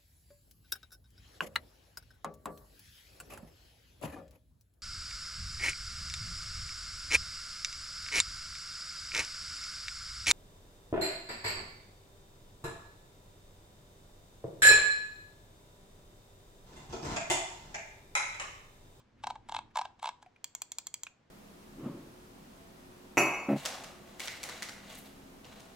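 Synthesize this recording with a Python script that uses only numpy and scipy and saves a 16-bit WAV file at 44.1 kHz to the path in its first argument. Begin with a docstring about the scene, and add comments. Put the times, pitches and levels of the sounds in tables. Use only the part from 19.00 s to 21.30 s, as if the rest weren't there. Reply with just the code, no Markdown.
"""Scrolling and clicking a computer mouse

A finger rolls the wheel of a plastic mouse in four short flicks, then a thumb clicks a side button four
times. Each wheel notch is two quick contacts that ring the hollow shell. The button's switch snaps going
down and coming up. Two close microphone ports also hear a small quiet room and the moving hand's rumble."""
import sys
import numpy as np
from scipy import signal
from scipy.fft import rfft, irfft
from scipy.io import wavfile
from scipy.ndimage import uniform_filter1d

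SR = 44100
rng = np.random.default_rng(int(sys.argv[2]) if len(sys.argv) > 2 else 0)


def master(y):
    """Save y as 16-bit WAV."""
    cut = np.clip(np.atleast_2d(y).T, -1, 1)
    pcm = np.round(cut * 32767)  # scale
    wavfile.write(sys.argv[1], SR, pcm.astype(np.int16))


N = 101429
T = np.arange(int(.04 * SR)) / SR  # the seconds within one click

# The tone of each noise. Each row: frequency in Hz, relative level in dB.
ROOM_SPECTRUM = [(25, -4), (112, 4.5), (700, -5), (2210, -12.5), (6610, -24.5), (14300, -51.5)]
RUMBLE_SPECTRUM = [(50, -2), (120, 1), (170, -12), (230, -0.5), (600, -21)]
PLASTIC_SPECTRUM = [(500, -19), (1620, 2.5), (2600, -0.5), (14100, -35.5), (13000, -40)]
SWITCH_SPECTRUM = [(250, -28), (700, -5.5), (4400, -3.5), (7500, -2.5), (9000, -5.5), (12000, -22),
                   (14500, -4.5), (17000, -41)]
WHEEL_SPECTRUM = [(600, -21), (1000, 11.5), (1900, -12), (3200, -0.5), (5000, -8.5), (8000, -11),
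                  (12000, -42.5), (15000, -37)]
# How the hand's rumble rises and falls. Each row: time in seconds, level in dB.
RUMBLE_LEVELS = [(.1, -69), (.25, -57.5), (.43, -60), (0.599, -56.5), (0.719, -63), (1.4, -78.5)]
# How much the two ports differ. Each row: frequency in Hz, difference against the shared sound in dB.
PORT_DIFFERENCE = [(40, -23), (400, -4.5), (900, -34.5), (2400, -6), (7500, -2.5), (12000, 18), (16000, 3)]
# The tones each part rings with. Each row: pitch in Hz, width in Hz before damping (wider dies sooner),
# relative strength in dB.
TAP_TONES = [(745, 40, -2.5)]
CAP_TONES = [(1623, 110, -7.5), (2360, 223, 6.5), (2634, 150, -6.5)]
PRESS_TONES = [(958, 210, -14), (2402, 117, -8.5), (3325, 125, -9), (4385, 230, -6.5), (4855, 200, -7),
               (5910, 230, -6), (6964, 320, -1), (7500, 211, 1.5), (14360, 190, -11.5), (15500, 350, -14.5)]
RELEASE_TONES = [(920, 130, -17), (2200, 58, -12.5), (3310, 130, -8), (4380, 527, -8.5), (5980, 250, -5.5),
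                 (6890, 260, 1), (7467, 340, 0.5), (13200, 660, -17)]
SHELL_TONES = [(785.5, 183, -7.5), (1074, 97, -12)]
WHEEL_TONES = [(902, 99.1, 7), (1629, 45, -11), (2213, 84, -11.5), (2694, 124, -12.5), (3298, 104, -14.5),
               (3790, 130, -10.5), (4100, 125, -13)]
KNOCK_TONES = list(WHEEL_TONES[:1]) + SHELL_TONES  # the low tones, heard as the shell's knock
# Fingertip rubs. Each row: middle in seconds, half length in seconds, relative level in dB.
FINGER_RUBS = [(0.2, 0.024, -74), (0.479, 0.046, -74.5), (0.712, 0.008, -70.5)]
# The button cap meets its stop. Each row: start in seconds, relative level in dB.
CAP_HITS = [(1.361, -50), (2.067, -31)]
# The button goes down and up. Each row: start in seconds, relative levels of snap and shell knock in dB.
BUTTON_DOWNS = [(1.4422, -26.5, -46), (1.6185, -25.5, -36), (1.7843, -24.5, -64), (1.9407, -26, -47)]
BUTTON_UPS = [(1.5502, -29, -39.5), (1.7185, -29.5, -49), (1.8690, -28.5, -48.5), (2.0335, -28, -48)]
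# The wheel's notches. Each row: start in seconds, first contact's relative level in dB, gap in seconds,
# second contact's relative level and brightness in dB, knock pitch in Hz, bite in dB, snap in dB.
WHEEL_NOTCHES = [(0.237, -31.5, .0035, -26, 2, 842, 1.5, -2.5),
                 (0.2693, -23.5, .0040, -21.5, -10, 905, -5.5, 2.5),
                 (0.3016, -29, .0040, -21, -6.5, 910, 0, -3),
                 (0.3551, -36.5, .0035, -34.5, -5.5, 880, -5, -20),
                 (0.4872, -34.5, .0062, -28, 0, 880, -1, 3),
                 (0.5162, -42.5, .0052, -25.5, -1, 900, -0.5, -2),
                 (0.5419, -35.5, .0043, -20.5, -3.5, 923, 4.5, -0.5),
                 (0.561, -53.5, .0033, -21, -0.5, 936, 8.5, -2.5),
                 (0.5863, -46, .0022, -25.5, 0, 913, 3, -3.5),
                 (.7560, -24.5, .0030, -20.5, -4.5, 892, -4.5, -1),
                 (0.7702, -20.5, .0032, -20, -4.5, 905, -2.5, 4.5),
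                 (0.787, -24.5, .0037, -16.5, -6.5, 895, -0.5, -2),
                 (0.8128, -25.5, .0040, -22, -6, 933, -2.5, -5),
                 (0.8512, -32, .0030, -27.5, 0.5, 845, -2, -11.5),
                 (0.992, -50.5, .0040, -55, 15.5, 780, -1, 4),
                 (1.0225, -62, .0053, -25.5, -1, 913, 1.5, 11),
                 (1.0379, -37, .0045, -23, -1.5, 904, 2.5, 0), (1.0538, -34.5, .0030, -22.5, 1, 926, 1, -1),
                 (1.0705, -29.5, .0043, -22.5, -2.5, 925, 3.5, -2),
                 (1.0867, -41, .0028, -23, -0.5, 930, 3, 2), (1.226, -41, .0020, -57, 16.5, 830, -7, 7)]

BITE_HZ, SNAP_HZ = 3370, 10400  # where a notch's bite and snap turn the treble up or down
GRIT_DB_PER_DB, HARD_HIT_DB = 0.17, -28  # contacts harder than this get extra grit
BRIGHT_ABOVE_HZ, FIRST_BRIGHT_DB = 1500, 3
ROOM_FADE_S, TREBLE_FADE_S = 0.75, 0.26  # time to fade by 60 dB


def undb(db):
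    """Turn decibels into a number to multiply by."""
    return 10 ** (np.asarray(db) / 20)


def colour(x, points):
    """Shape a sound's tone along a curve of (Hz, dB) points."""
    hz, db = np.array(points, float).T
    f = np.maximum(np.fft.rfftfreq(x.shape[-1], 1 / SR), 1)
    return irfft(rfft(x) * undb(np.interp(np.log(f), np.log(hz), db)), x.shape[-1])


def cut(x, hz, order, kind="lowpass"):
    """Turn down what lies above hz, or below it for "highpass"."""
    return signal.sosfilt(signal.butter(order, hz, kind, fs=SR, output="sos"), x)


def noise(points, size):
    """Noise with the given tone and a typical size of 1."""
    x = colour(rng.standard_normal(size), points)
    return x / x.std()


def add(track, s, sound):
    """Mix a short sound in at s seconds."""
    i = int(s * SR)
    track[i:i + len(sound)] += sound[:N - i]


def ring(tones, attack_s, damping, bright_db=0, scatter=0.029):
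    """Struck plastic rings up quickly and dies away, at slightly different pitches each time."""
    hz, width, db = np.array(tones, float).T[:, :, None]
    size = undb(db) * width
    size = size / size.max() * undb(bright_db * (hz > BRIGHT_ABOVE_HZ))
    hz = hz * (1 + scatter * rng.standard_normal(hz.shape))
    waves = size * np.sin(2 * np.pi * hz * T) * np.exp(-np.pi * width * damping * T)
    return waves.sum(0) * (1 - np.exp(-(T / attack_s) ** 2))


def crack(points, attack_s, decay_s):
    """The short burst of noise when two parts meet."""
    return noise(points, len(T)) * (1 - np.exp(-(T / attack_s) ** 2)) * np.exp(-T / decay_s)


def ports(x):
    """The right microphone port hears the mouse first; the two differ most in the treble."""
    side = colour(signal.hilbert(x).imag, PORT_DIFFERENCE)
    return np.array([x + side, x - side])


def background():
    """Steady dull room noise, and a rumble that comes and goes as the hand moves."""
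    s, db = np.array(RUMBLE_LEVELS).T
    rumble = noise(RUMBLE_SPECTRUM, N) * undb(np.interp(np.arange(N) / SR, s, db))
    rumble = cut(rumble, hz=700, order=2)
    side = colour(noise(ROOM_SPECTRUM, N), [(40, -36), (350, -3.0)])
    hush = undb(-71) * (noise(ROOM_SPECTRUM, N) + np.array([side, -side]))
    return cut(ports(rumble) + hush, hz=9700, order=4)


def rustle(fade_s=0.022):
    """A soft rustle dies away at the start."""
    return ports(noise(WHEEL_SPECTRUM, N) * undb(-66) * np.exp(-np.arange(N) / SR / fade_s))


def room(x, tail_db, wall_db, build_s=0.0012, wall_s=.0195):
    """The room answers with a short wash of echoes that dulls as it fades, and one clear wall echo."""
    t = np.arange(SR // 2) / SR
    mid, side = rng.standard_normal((2, len(t)))
    side = colour(side, [(200, 19.0), (900, -6), (3000, -1.0)])
    both = np.array([mid + side, mid - side])
    low = colour(both, [(2000, -21), (6000, -38.0)])
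    tail = low * undb(-60 * t / ROOM_FADE_S) + (both - low) * undb(-60 * t / TREBLE_FADE_S)
    tail *= 1 - np.exp(-(t / build_s) ** 2)
    tail *= undb(tail_db) / np.sqrt((tail ** 2).sum() / 2)
    tail[:, int(wall_s * SR)] += undb(wall_db)
    echoes = signal.fftconvolve(x[None], tail, axes=1)[:, :N]
    return colour(echoes, [(8000, -0.5), (15000, -9.5)])


def desk(x, delay_s=.008):
    """The nearby desk throws back one early echo."""
    return x + undb(-19.5) * np.pad(x, (int(delay_s * SR), 0))[:N]


def rubbing(rough_db, grain_s):
    """Skin drags unevenly over the plastic in short soft swells."""
    t = np.arange(N) / SR
    swell = sum(undb(db) * np.exp(-((t - s) / half_s) ** 2) for s, half_s, db in FINGER_RUBS)
    grip = uniform_filter1d(rng.standard_normal(N), int(grain_s * SR))
    return noise(PLASTIC_SPECTRUM, N) * swell * undb(rough_db * grip / grip.std())


def finger_tap(start_s):
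    """The fingertip lands dully on the shell."""
    out = np.zeros(N)
    body = ring(TAP_TONES, attack_s=0.0014, damping=0.71)
    grit = crack(PLASTIC_SPECTRUM, attack_s=0.0007, decay_s=0.0042)
    add(out, start_s, undb(-47) * (body + undb(-12) * grit))
    return out


def cap_knocks():
    """The loose button cap knocks against its stop as the thumb lands and lifts."""
    out = np.zeros(N)
    for s, db in CAP_HITS:
        body = ring(CAP_TONES, attack_s=0.0014, damping=0.52)
        grit = crack(PLASTIC_SPECTRUM, attack_s=0.0013, decay_s=0.0032)
        add(out, s, undb(db) * (body + undb(-7) * grit))
    return out


def cap_rattle(ticks_per_s=700, fade_s=0.0077):
    """The loose cap chatters after a snap: many tiny ticks that die away."""
    ticks = rng.standard_normal(len(T)) * (rng.random(len(T)) < ticks_per_s / SR)
    chatter = cut(colour(ticks, SWITCH_SPECTRUM), hz=7500, order=4)
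    return chatter / chatter.std() * np.exp(-T / fade_s)


def switch(events, tones, gain_db, attack_s, damping, bounce_s, bounce_db, decay_s=0.0012):
    """The switch's metal leaf snaps over and bounces once, ringing the cap and knocking the shell."""
    out = np.zeros(N)
    for s, db, shell_db in events:
        snap = ring(tones, attack_s, damping, scatter=0.012)
        snap += undb(-7.5) * crack(SWITCH_SPECTRUM, attack_s, decay_s)
        knock = ring(KNOCK_TONES, attack_s, damping=2.83)
        add(out, s, undb(db + gain_db) * (snap + undb(-28.5) * cap_rattle()) + undb(shell_db) * knock)
        add(out, s + bounce_s, undb(db + bounce_db) * crack(SWITCH_SPECTRUM, attack_s, decay_s))
    return out


def wheel():
    """A spring scrapes up a tooth, slips over and drops into the next notch, ringing the shell twice."""
    out = np.zeros(N)
    for s, first_db, gap_s, second_db, bright_db, knock_hz, bite_db, snap_db in WHEEL_NOTCHES:
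        # Each notch knocks at a slightly different pitch.
        tones = [(hz * knock_hz / KNOCK_TONES[0][0], width, db) for hz, width, db in KNOCK_TONES]
        tones += list(WHEEL_TONES[1:])
        treble = [(BITE_HZ / 2, 0), (BITE_HZ, bite_db), (SNAP_HZ / 2, 0), (SNAP_HZ, snap_db)]
        for at, db, bright in ((s, first_db, FIRST_BRIGHT_DB), (s + gap_s, second_db, bright_db)):
            body = ring(tones, attack_s=0.0015, damping=1.324, bright_db=bright, scatter=0.018)
            grit = crack(WHEEL_SPECTRUM, attack_s=0.00062, decay_s=0.0021)
            grit_db = bright - 10.5 + GRIT_DB_PER_DB * max(db - HARD_HIT_DB, 0)
            contact = undb(4.5) * body + undb(grit_db) * grit
            add(out, at, undb(db) * colour(contact, treble))
        # A backwards crack makes a scrape that swells up to the second contact.
        scrape = crack(WHEEL_SPECTRUM, attack_s=0.00069, decay_s=0.0047)[::-1]
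        scrape_db = max(first_db, second_db) - 21.5 + bright_db / 2
        add(out, s + gap_s - T[-1], undb(scrape_db) * scrape)
    return out


def scene():
    """The wheel, then the side button, in the quiet room."""
    scroll = wheel() + finger_tap(start_s=1.261) + rubbing(rough_db=0.5, grain_s=0.0044)
    scroll = desk(cut(scroll, hz=610, order=6, kind="highpass"))  # the small shell gives off little bass
    press = switch(BUTTON_DOWNS, PRESS_TONES, gain_db=3, attack_s=0.001, damping=0.87,
                   bounce_s=0.0043, bounce_db=-14.5)
    release = switch(BUTTON_UPS, RELEASE_TONES, gain_db=2.5, attack_s=0.00053, damping=0.68,
                     bounce_s=0.0049, bounce_db=-15.5)
    button = press + release + cap_knocks()
    echoes = room(scroll, tail_db=-11, wall_db=-23) + room(button, tail_db=-10, wall_db=-31)
    return ports(scroll + button) + echoes + rustle() + background()


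def record(dry):
    """The highest treble, above 16600 Hz, is cut away."""
    return signal.sosfilt(signal.ellip(8, .2, 70, 16600, fs=SR, output="sos"), dry)


dry = scene()
out = record(dry)
master(out)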